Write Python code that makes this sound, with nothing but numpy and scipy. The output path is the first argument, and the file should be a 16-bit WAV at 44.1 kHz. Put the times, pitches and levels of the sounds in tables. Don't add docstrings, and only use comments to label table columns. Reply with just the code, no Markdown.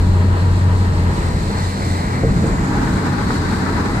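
import sys
import numpy as np
from scipy import signal
from scipy.fft import rfft, irfft
from scipy.io import wavfile
from scipy.ndimage import uniform_filter1d, map_coordinates

SR = 44100
rng = np.random.default_rng(int(sys.argv[2]) if len(sys.argv) > 2 else 0)


def generate_wav(sig):
    pcm = np.round(np.clip(np.atleast_2d(sig).T, -1, 1) * 32767).astype(np.int16)
    wavfile.write(sys.argv[1], SR, pcm)


N = 176400
TIME_S = np.arange(N) / SR
FREQ_HZ = np.maximum(np.arange(N // 2 + 1) * SR / N, 1)


def undb(db):
    return 10 ** (np.asarray(db) / 20)


def curve(rows, column=1):
    rows = np.array(rows)
    return np.interp(TIME_S, rows[:, 0], rows[:, column])


def colour(points):
    hz, db = np.array(points).T
    return undb(np.interp(np.log(FREQ_HZ), np.log(hz), db))


def band(hz, width_hz):
    return np.exp(-2 * ((FREQ_HZ - hz) / width_hz) ** 2)


def resonances(peaks):
    return undb(sum(db * band(hz, width_hz=55) for hz, db in peaks))


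def unit_rms(x):
    return x / np.sqrt(np.mean(x ** 2))


def wander(rate_hz):
    hold = int(SR / rate_hz)
    steps = np.repeat(rng.standard_normal(N)[:N // hold + 1], hold)
    return 1.3 * uniform_filter1d(uniform_filter1d(steps, hold), hold)[:N]


def flutter(depth_db, rate_hz=16):
    return undb(depth_db * wander(rate_hz))


def decay(start_s, t60_s):
    age = TIME_S - start_s
    return (age >= 0) * np.exp(-np.log(1000) * np.maximum(age, 0) / t60_s)


def cabin_modes(ripple_db=1.3, spacing_hz=30):
    hz = np.arange(0, SR / 2, spacing_hz)
    depth_db = ripple_db * np.clip(hz / 500, 0, 1) ** 2
    return undb(np.interp(FREQ_HZ, hz, depth_db * rng.standard_normal(len(hz))))


def spot_noise(gain):
    return unit_rms(irfft(rfft(rng.standard_normal(N)) * gain * cabin_modes(), N))


def cabin_noise(gain, mic_gap_m=0.17):
    mid, side = rfft(rng.standard_normal((2, N))) * gain * np.array([cabin_modes(), cabin_modes()])
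    coherence = np.sinc(2 * FREQ_HZ * mic_gap_m / 343)
    mid, side = mid * np.sqrt(1 + coherence), side * np.sqrt(1 - coherence)
    return unit_rms(irfft(np.array([mid + side, mid - side]), N))


def burst(start_s, t60_s, gain):
    puff = decay(start_s, t60_s) * cabin_noise(1)
    return irfft(rfft(puff) * gain, N) / np.sqrt(np.mean(gain ** 2))


# freq_hz, gain_db
BUFFET_SPECTRUM = [(15, -36), (26, 3.5), (41, 7), (55, 6.5), (72, -2.5), (110, -4.5), (300, -102)]
RUMBLE_SPECTRUM = [(40, -28), (80, -2.5), (110, -3), (135, 0), (153, -3.5), (195, -1), (235, -9),
                   (290, -11), (360, -13), (450, -15.5), (600, -21), (1000, -31), (3000, -90)]
# time_s, level_db
BUFFET_LEVEL = [(0, -21.5), (1.35, -23), (1.65, -28), (2.2, -31), (2.29, -17), (2.43, -30), (2.53, -18.5),
                (2.72, -28), (2.83, -21), (3, -28.5), (3.8, -29), (4, -24)]
RUMBLE_LEVEL = [(0, -20), (.9, -21), (1.3, -19.5), (1.7, -22.5), (2.15, -21), (2.3, -19), (2.55, -19.5),
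                (2.9, -19.5), (3.6, -21), (4, -20.5)]
def road_rumble():
    buffet = cabin_noise(colour(BUFFET_SPECTRUM)) * undb(curve(BUFFET_LEVEL))
    rumble = cabin_noise(colour(RUMBLE_SPECTRUM)) * undb(curve(RUMBLE_LEVEL))
    return buffet + rumble


# freq_hz, gain_db
TYRE_SPECTRUM = [(200, -24), (450, -7), (620, -8), (715, -8.5), (810, -6.5), (970, 0), (1250, -4.5),
                 (1600, -6), (1950, -10.5), (2500, -15), (3200, -18.5), (6000, -40)]
# centre_hz, boost_db
TYRE_RESONANCES = [(360, 10), (452, 10.5), (615, 6), (830, 10), (946, 5), (1050, 2.5), (1312, 2),
                   (1620, 2.5), (1850, 9)]
# time_s, level_db
TYRE_LEVEL = [(0, -28.5), (.95, -29.5), (1.16, -28.5), (1.65, -31), (2.25, -37), (2.45, -34), (2.85, -30.5),
              (4, -35)]
def tyre_roar(direct_share=0.27):
    tread = colour(TYRE_SPECTRUM) * resonances(TYRE_RESONANCES)
    direct = np.sqrt(direct_share) * from_right(spot_noise(tread))
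    diffuse = np.sqrt(1 - direct_share) * cabin_noise(tread)
    return (direct + diffuse) * undb(curve(TYRE_LEVEL)) * flutter(depth_db=1.4)


# freq_hz, gain_db
HISS_SPECTRUM = [(1200, -31), (2400, -4), (3200, -5), (4100, 3.5), (4900, -1.5), (5900, -7), (6900, -2),
                 (7900, -0.5), (9500, -10.5), (11000, -16), (13300, -15.5), (15000, -76)]
# time_s, level_db
HISS_LEVEL = [(0, -40.5), (.95, -39.5), (1.3, -38), (1.7, -37), (2.25, -39), (2.75, -40.5), (3.4, -38.5),
              (4, -38)]
def slipstream():
    return cabin_noise(colour(HISS_SPECTRUM)) * undb(curve(HISS_LEVEL)) * flutter(depth_db=1.07)


# peak_s, level_db, half_duration_s, centre_hz, width_hz, left_minus_right_db
LEAK_SPOTS = [(2.625, -45, 0.21, 7100, 1100, 1), (3.448, -47, 0.33, 4340, 1330, 19.5)]
def leaks():
    hiss = 0
    for peak_s, db, half_s, hz, width_hz, pan_db in LEAK_SPOTS:
        swell = undb(db) * np.exp(-((TIME_S - peak_s) / half_s) ** 2 / 2)
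        pan = undb([[pan_db / 2], [-pan_db / 2]])
        hiss += cabin_noise(band(hz, width_hz)) * swell * pan
    return hiss * flutter(depth_db=-0.3)


# time_s, pitch_hz, level_db
BOOM_TRACK = [(0, 91, -18), (.07, 89.97, -13), (.81, 91.4, -14), (1.1, 86.1, -16.5), (1.16, 85.3, -26.5),
              (1.22, 85, -20.5), (1.4, 90, -19), (1.5, 88.5, -32), (1.58, 89.5, -18), (1.8, 90.8, -24),
              (1.92, 88.2, -16.5), (2.08, 89.3, -26), (2.18, 89.1, -25), (4, 87.2, -29)]
def cabin_boom(pitch_drift=0.0055):
    pitch_hz = curve(BOOM_TRACK) * (1 + pitch_drift * wander(rate_hz=8.46))
    tone = np.sqrt(2) * np.sin(2 * np.pi * np.cumsum(pitch_hz) / SR)
    return tone * undb(curve(BOOM_TRACK, column=2)) * flutter(depth_db=1.0, rate_hz=14.2)


# freq_hz, gain_db
WINDOW_SPECTRUM = [(200, -6.5), (450, -6), (700, 2.5), (850, -0.5), (1100, 1.5), (1500, -3), (1800, -5),
                   (2020, 0), (2500, -13.5), (3300, -25), (4300, -38), (6000, -29), (15000, -49)]
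SEAL_SPECTRUM = [(3300, -20), (3900, -5), (4150, 0), (4320, 4), (4550, -3), (4800, -9), (5250, -10),
                 (5600, -7), (6200, -19), (7300, -15), (8000, -9), (9700, -24), (15000, -42)]
# time_s, level_db
SEAL_LEVEL = [(0, -50), (.9, -46.5), (1.38, -43.5), (1.5, -38.7), (1.85, -39), (2.02, -43.5), (2.3, -47),
              (2.6, -54), (4, -56)]
# time_s, level_db, left_mic_lag_ms
WINDOW_TRACK = [(0, -49, 0.25), (1.0, -35.5, 0.3), (1.45, -33.5, 0.4), (1.95, -29, 0.43), (2.3, -30, 0.38),
                (2.6, -33, 0.38), (2.9, -39, -0.012), (3.3, -47, -0.11), (4, -31.5, -0.17)]
def right_window():
    wind = spot_noise(colour(WINDOW_SPECTRUM)) * undb(curve(WINDOW_TRACK))
    seal = spot_noise(colour(SEAL_SPECTRUM)) * undb(curve(SEAL_LEVEL))
    return from_right((wind + seal) * flutter(depth_db=1.35))


def from_right(sound):
    lag_samples = curve(WINDOW_TRACK, column=2) * SR / 1000
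    left = map_coordinates(sound, [np.arange(N) - lag_samples], mode="mirror")
    return np.array([left, sound])


# freq_hz, gain_db
ROAR_SPECTRUM = [(80, -6), (170, 8), (250, 16.5), (320, 8.5), (420, 3), (540, -6), (690, -3), (810, 5),
                 (970, 2), (1200, 2), (1480, 3), (1900, -2), (2400, -11), (3100, -21.5), (4200, -14.5),
                 (6000, -21.5), (12000, -37)]
# centre_hz, boost_db
ROAR_RESONANCES = [(320, 3.5), (420, 3), (820, 2.5), (950, 3.5), (1180, 2.5), (1310, 2.5), (1530, 4),
                   (1750, 2.5)]
# time_s, level_db
ROAR_LEVEL = [(0, -75.5), (1.8, -39), (2.3, -28.5), (2.6, -26), (2.88, -20.3), (3.05, -21.8), (3.35, -21),
              (4, -23.4)]
def left_roar():
    roar = cabin_noise(colour(ROAR_SPECTRUM) * resonances(ROAR_RESONANCES))
    return roar * undb(curve(ROAR_LEVEL)) * flutter(depth_db=1.9, rate_hz=55)


# start_s, level_db, centre_hz, width_hz, t60_s
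TRIM_TICKS = [(2.468, -34, 8100, 2100, 0.075), (3.305, -12.5, 1150, 1200, .025),
              (3.662, -17, 1350, 1000, .05)]
def trim():
    return sum(undb(db) * burst(start_s, t60_s, band(hz, width_hz))
               for start_s, db, hz, width_hz, t60_s in TRIM_TICKS)


# time_s, level_db
SHUDDER_LEVEL = [(2.05, -70), (2.16, -26), (2.33, -19.5), (2.47, -22), (2.6, -28), (2.8, -70)]
def shudder():
    return cabin_noise(band(hz=174.4, width_hz=140)) * undb(curve(SHUDDER_LEVEL))


# start_s, strike_db, contact_ms
WHEEL_STRIKES = [(2.236, -11, .5), (2.432, -22, 1.3), (2.443, -11.5, 1.1)]
# pitch_hz, gain_db, t60_s, delay_s
BODY_MODES = [(88, -4, .18, .032), (137, -2, .25, .026), (200, -2, .2, .02), (345, -11, .09, 0),
              (455, -3, .23, 0), (520, -6, .09, 0), (660, -7, .04, 0), (1080, -16, .03, 0)]
def deck_joint(thud_db=-8):
    thumps = 0
    for start_s, strike_db, contact_ms in WHEEL_STRIKES:
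        modes = 0
        for hz, gain_db, t60_s, delay_s in BODY_MODES:
            onset_s = start_s + delay_s
            modes += undb(gain_db) * decay(onset_s, t60_s) * np.sin(2 * np.pi * hz * (TIME_S - onset_s))
        thud = undb(thud_db) * burst(start_s, t60_s=0.08, gain=band(hz=450, width_hz=380))
        contact_samples = int(contact_ms * SR / 1000)
        thumps += undb(strike_db) * uniform_filter1d(modes + thud, contact_samples)
    return thumps


# time_s, left_minus_right_db
TURN_PAN = [(0, 4), (1.8, 0), (2.6, -1), (3.1, 0.5), (4, 1)]
def scene():
    pan_db = curve(TURN_PAN)
    air = (right_window() + slipstream() + left_roar() + leaks()) * undb([pan_db / 2, -pan_db / 2])
    return air + cabin_boom() + road_rumble() + tyre_roar() + deck_joint() + shudder() + trim()


# freq_hz, left_minus_right_db
MIC_BALANCE = [(60, 1.75), (200, 0), (380, -1.5), (690, 0.5), (1280, 2), (2100, 6), (3200, -2.5),
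               (4300, -1), (5200, -6.5), (6400, -9.5), (8000, -14.5), (9500, -15.5), (14800, -9.5)]
def record(dry, top_hz=15200):
    ratio = colour(MIC_BALANCE)
    mic_gains = np.array([ratio, np.ones_like(ratio)]) * np.sqrt(2 / (1 + ratio ** 2))
    lowpass = signal.ellip(8, 0.2, 70, top_hz, fs=SR, output="sos")
    return signal.sosfilt(lowpass, irfft(rfft(dry) * mic_gains, N))


dry = scene()
out = record(dry)
generate_wav(out)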